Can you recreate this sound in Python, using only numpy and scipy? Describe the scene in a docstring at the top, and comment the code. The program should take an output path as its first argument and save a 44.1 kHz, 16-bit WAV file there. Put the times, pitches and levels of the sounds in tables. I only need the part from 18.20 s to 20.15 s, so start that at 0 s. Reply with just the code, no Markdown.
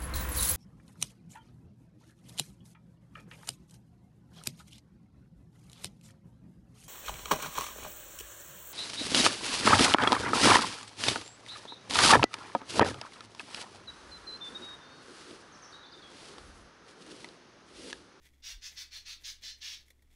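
"""A barbed felting needle is pushed eight times into a small hand-held wool figure, in a quiet room.
Each stab drags thousands of fibres over the barbs. Their stick-slip friction is a random train of
impulses, heard as a dense crunch with narrow resonances and a finer fizz. One fibre snaps, the packed
wool yields in dull puffs, and fingers rub and tick on the figure. Reflections from the hands, table
and room follow briefly, over a low hum, rumble and hiss."""
import sys
import numpy as np
from scipy import signal
from scipy.io import wavfile

SR = 44100
rng = np.random.default_rng(int(sys.argv[2]) if len(sys.argv) > 2 else 0)


def to_wav(sig):
    """Store sig (one row per channel, or 1-D mono) as 16-bit WAV at the path in sys.argv[1].

    Samples outside -1..1 are clipped; the rate is SR.
    """
    pcm = np.clip(np.atleast_2d(sig), -1, 1) * 32767
    pcm = np.round(pcm).astype(np.int16)
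    wavfile.write(sys.argv[1], SR, pcm.T)  # frames by channels


N = 85995

# Spectral envelopes of the crunch and the fizz: f/Hz, relative level/dB
CRUNCH_SPECTRUM = [(150, -31), (650, -31), (1100, -20), (1450, -12.5), (1800, -6.5), (3000, -2),
                   (3600, -0.5), (5000, 0), (6100, -2), (7000, -10.5), (8200, -19.5), (11000, -29.5),
                   (16000, -39)]
FIZZ_SPECTRUM = [(1000, -31), (4000, -6), (8000, 2), (9900, -1), (10500, -9.5), (11200, -1.5), (12400, -7),
                 (14200, -2), (15700, -5.5)]
# Their resonances, before the limits set in colour(): f/Hz, bandwidth/Hz, lift/dB
CRUNCH_RESONANCES = [(1705, 104, 5.5), (2016, 36, 4.5), (2219, 61, 4.5), (2560, 86, 0.5), (3520, 190, 5),
                     (3850, 33, -1.5), (4215, 120, 5), (4560, 39, 6.5), (4777, 30, -2.5), (5380, 31, 3),
                     (5550, 93, 5), (5770, 35, 3), (6170, 98, 5.5), (6700, 41, 5.5)]
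LOW_RESONANCE = (935, 65, 5.5)
FIZZ_RESONANCES = [(7000, 32, 8.5), (9700, 130, 10), (10050, 180, 7.5)]
# Needle strokes: onset t/s, rise t/s, push t/s, level/dB, decay constant t/s, fizz offset/dB,
# emphasis f/Hz, emphasis lift/dB, squeak f/Hz, low-edge lift/dB
STABS = [(0.22, 0.063, 0.1, -42.5, 0.011, 2.5, 1750, -0.5, 3610, 5),
         (0.409, 0.066, 0.065, -40.5, 0.015, 0.5, 6800, 4, 5220, 0),
         (0.553, 0.047, 0.065, -41, 0.019, 2, 5350, 2.5, 4300, 3),
         (0.704, 0.054, 0.071, -43, 0.02, 1, 2820, 3.5, 4200, 5),
         (0.845, 0.048, 0.089, -42, 0.0084, -2, 4930, 2.5, 4080, 2.5),
         (1.034, 0.034, 0.072, -39.5, 0.012, 0.5, 6370, 7, 4740, -1),
         (1.218, 0.04, 0.089, -43, 0.016, -2.5, 5340, 0.5, 4900, -2.5),
         (1.402, 0.044, 0.14, -41.5, 0.021, -1.5, 3750, 2, 5450, 0.7)]
SLIPS_PER_S, SLIP_SPREAD_DB = 9000, 3
FIZZ_LAG_S, FIZZ_DB = 0.0075, -15

def stab(start, rise, length, db, decay, fizz_db, emphasis_hz, emphasis_db, squeak_hz, edge_db):
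    """Stick-slip friction: barbs catch and release fibres, and each spot of wool has its own peaks."""
    push = stroke(start, rise, length, decay)
    late_push = stroke(start + FIZZ_LAG_S, rise, length - FIZZ_LAG_S, decay=0.023)
    # f/Hz, bandwidth/Hz, lift/dB
    local_peaks = [(emphasis_hz, 790, emphasis_db), (squeak_hz, 300, 4.5), (820, 1050, edge_db)]
    resonances = [LOW_RESONANCE] + CRUNCH_RESONANCES + local_peaks
    crunch = colour(push * slips(SLIPS_PER_S, SLIP_SPREAD_DB), CRUNCH_SPECTRUM, resonances)
    fizz = colour(late_push * slips(per_s=6000, spread_db=1.5), FIZZ_SPECTRUM, FIZZ_RESONANCES)
    return amp(db) * (crunch + amp(FIZZ_DB + fizz_db) * fizz)


def stroke(start, rise, length, decay, sag_db=-3):
    """Friction noise follows sliding speed, which builds, sags under resistance and dies away."""
    t = np.maximum(np.arange(N) / SR - start, 0)
    build = np.sin(np.pi / 2 * np.minimum(t / rise, 1)) ** 1.1
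    sag = amp(sag_db * np.minimum(t / length, 1))
    return build * sag * np.exp(-np.maximum(t - length, 0) / decay)


def slips(per_s, spread_db):
    """Shot noise: fibres slip at independent random moments, in many small clicks and a few large."""
    size = amp(spread_db * np.minimum(rng.exponential(1, N), 4))
    polarity = rng.choice([-1, 1], N)
    slipping = rng.random(N) < per_s / SR
    return unit_rms(size * polarity * slipping)


def colour(x, spectrum, resonances=(), min_width_hz=45, max_lift_db=7, size=8192):
    """Source-filter principle: a unit-energy, minimum-phase filter sets a broad spectrum with peaks."""
    hz = abs(np.fft.fftfreq(size, 1 / SR))
    peaks_db = sum(min(lift, max_lift_db) / (1 + (2 * (hz - f) / max(width, min_width_hz)) ** 2)
                   for f, width, lift in resonances)
    log_gain = np.log(amp(curve_at(spectrum, hz) + peaks_db))
    transfer = np.exp(np.conj(signal.hilbert(log_gain)))
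    return convolve(x, np.fft.ifft(transfer).real[:size // 2])


def fibre_break(start=1.2515, db=-35):
    """Impulse excitation: one fibre breaks in the seventh stab with a single bright click."""
    impulse = np.zeros(N)
    impulse[round(start * SR)] = 1
    return amp(db) * colour(impulse, FIZZ_SPECTRUM)


# Moments when the wool gives way: onset t/s, level/dB
PUFFS = [(0.281, -67.5), (0.516, -76), (0.754, -71), (1.228, -73)]
# Spectral envelope of a puff: f/Hz, relative level/dB
PUFF_SPECTRUM = [(150, -13), (400, -5), (600, 1), (850, -4), (2000, -19)]

def wool_puffs():
    """Yielding under load: packed wool gives way to the needle with a soft, low burst of noise."""
    push = sum(amp(db) * stroke(start, rise=0.019, length=0.027, decay=0.011) for start, db in PUFFS)
    return colour(push * slips(per_s=1700, spread_db=1), PUFF_SPECTRUM)


# Finger movements: onset t/s, rise t/s, push t/s, level/dB
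RUBS = [(0.011, 0.071, 0.06, -59.5), (0.124, 0.015, 0.056, -80.5), (0.514, 0.0044, 0.036, -62),
        (0.993, 0.041, 0.048, -60.5), (1.209, 0.024, 0.044, -60), (1.363, 0.033, 0.03, -69),
        (1.58, 0.0051, 0.047, -72), (1.653, 0.037, 0.037, -68.5), (1.899, 0.028, 0.045, -74.5)]
# Spectral envelope of the rubbing: f/Hz, relative level/dB
RUB_SPECTRUM = [(150, -0.5), (600, -9.5), (1300, -13.5), (2000, 3), (2700, -5.5), (3450, -5.5),
                (4500, -7.5), (6300, -6), (8500, -10), (12000, -11.5), (15700, -17)]
# Its resonances, before the limits set in colour(): f/Hz, bandwidth/Hz, lift/dB
RUB_RESONANCES = [(2040, 93, -1), (3430, 300, 9.5)]
GRIP_DB = -85

def finger_rubs():
    """Sliding friction: fingers shift on the wool, above the faint steady rustle of their grip."""
    moves = sum(amp(db) * stroke(start, rise, length, decay=0.015) for start, rise, length, db in RUBS)
    friction = (amp(GRIP_DB) + moves) * slips(per_s=4000, spread_db=4.5)
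    return colour(friction, RUB_SPECTRUM, RUB_RESONANCES)


# Small ticks of needle and fibres: onset t/s, crackle level/dB, ring level/dB
TICKS = [(0.135, -87.5, -67), (0.2, -74.5, -76), (0.548, -67, -70), (1.679, -67, -68), (1.702, -58, -56.5),
         (1.717, -74, -72), (1.79, -83, -71), (1.821, -67.5, -71), (1.872, -91, -75), (1.912, -77, -73),
         (1.933, -72, -81)]
# Spectral envelope of the crackle: f/Hz, relative level/dB
CRACKLE_SPECTRUM = [(150, -6), (900, -4), (1500, -11), (2000, -1), (2700, -10.5), (3450, -1), (7000, -6.5),
                    (12000, -6), (15700, -13)]

def ticks():
    """Transient excitation: each tick is a brief burst of slips together with a woody ring."""
    bursts = sum(amp(db) * stroke(start, rise=0.0026, length=0.0074, decay=0.0022)
                 for start, db, _ in TICKS)
    crackle = colour(bursts * slips(SLIPS_PER_S, SLIP_SPREAD_DB), CRACKLE_SPECTRUM)
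    return crackle + sum(amp(db) * woody_ring(start) for start, _, db in TICKS)


# Modes of a tick: f/Hz, relative level/dB, 60 dB decay t/s
TICK_MODES = [(1948, -1.5, 0.023), (2184, 1, 0.016), (3410, -4.5, 0.022)]

def woody_ring(start, rise=0.0042, detune=0.022):
    """Damped vibration: modes swell and decay exponentially, tuned a little differently each tick."""
    t = np.maximum(np.arange(N) / SR - start, 0)
    swell = np.minimum(t / rise, 1) ** 2
    since_peak = np.maximum(t - rise, 0)
    modes = np.zeros(N)
    for hz, db, t60 in TICK_MODES:
        tuned_hz = hz * (1 + detune * rng.uniform(-0.92, 1))
        modes += amp(db - 60 * since_peak / t60) * np.sin(2 * np.pi * (tuned_hz * t + rng.random()))
    return swell * modes


def hand_scatter(x, db=-8.5, t60=0.032, cutoff_hz=1400):
    """Interference: treble scattered off the moving hands ripples each stab's spectrum differently."""
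    t = np.arange(SR // 20) / SR
    scatter = rng.standard_normal(len(t)) * amp(-60 * t / t60)
    scatter = signal.sosfilt(signal.butter(2, cutoff_hz, "high", fs=SR, output="sos"), scatter)
    response = amp(db) * scatter / np.linalg.norm(scatter)
    response[0] += 1  # direct sound
    return convolve(x, response)


# Early reflections from the table and near surfaces: delay t/s, pressure ratio to the direct sound
REFLECTIONS = [(.00181, 0.0093), (.00328, 0.054), (.00747, 0.23), (.0088, -0.14)]
# Reverberation time: f/Hz, 60 dB decay t/s
ROOM_T60 = [(500, 0.32), (2000, 0.26), (5000, 0.22), (12000, 0.15)]

def room(x, wet_db, gap_s=0.0041):
    """Reverberation: early reflections and a random diffuse tail whose treble is absorbed first."""
    hz, t, noise = signal.stft(rng.standard_normal(SR // 2), SR, nperseg=256)
    decay = amp(-60 * t / curve_at(ROOM_T60, hz)[:, None])
    _, tail = signal.istft(noise * decay, SR)
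    tail *= np.arange(len(tail)) > gap_s * SR
    response = amp(wet_db) * tail / np.linalg.norm(tail)
    response[0] += 1  # direct sound
    for delay, gain in REFLECTIONS:
        response[round(delay * SR)] += gain
    return convolve(x, response)


# Spectral envelope of the room's rumble and hiss: f/Hz, relative level/dB
AMBIENT_SPECTRUM = [(10, -2), (25, 3.5), (45, -13), (85, -14), (150, -21.5), (300, -21.5), (600, -31.5),
                    (1500, -37), (5000, -41.5), (13000, -44), (15700, -51.5)]
# Tones of the hum: f/Hz, rms level/dB
HUM_TONES = [(66.6, -68.5), (110, -84)]
AMBIENT_DB = -66.5
BUMP_AT_S, BUMP_WIDTH_S, BUMP_HZ, BUMP_DB = 0.361, 0.026, 37.4, -45

def background():
    """Ambient noise: broadband rumble and hiss, a tonal hum and one soft, low Gaussian tone pulse."""
    t = np.arange(N) / SR
    hum = sum(amp(db) * unit_rms(np.sin(2 * np.pi * (hz * t + rng.random()))) for hz, db in HUM_TONES)
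    from_bump = t - BUMP_AT_S
    bump = amp(BUMP_DB) * np.exp(-(from_bump / BUMP_WIDTH_S) ** 2) * np.sin(2 * np.pi * BUMP_HZ * from_bump)
    return amp(AMBIENT_DB) * colour(rng.standard_normal(N), AMBIENT_SPECTRUM) + hum + bump


def amp(db):
    """Amplitude ratio of a level in decibels."""
    return 10 ** (np.asarray(db) / 20)


def unit_rms(x):
    """Normalisation to a root mean square of 1."""
    return x / np.sqrt(np.mean(x ** 2) + 1e-20)


def curve_at(points, hz):
    """Interpolation on a logarithmic frequency axis."""
    f, value = np.transpose(points)
    return np.interp(np.log(hz + 1), np.log(f), value)


def convolve(x, response):
    """Linear filtering by an impulse response scaled to unit energy."""
    return signal.fftconvolve(x, response / np.linalg.norm(response))[:N]


def scene():
    """Superposition: the stabs, each with its own diffuse tail, add to the handling and background."""
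    needle = sum(room(hand_scatter(stab(*row)), wet_db=-4) for row in STABS) + fibre_break()
    handling = room(finger_rubs() + ticks() + wool_puffs(), wet_db=-22)
    return (needle + handling + background())[None]


def record(dry, cutoff_hz=15760):
    """Band limiting: a linear-phase low-pass filter removes the highest treble."""
    lowpass = signal.firwin(1023, cutoff_hz, window=("kaiser", 9), fs=SR)
    return signal.oaconvolve(dry, lowpass[None], "same")


dry = scene()
out = record(dry)
to_wav(out)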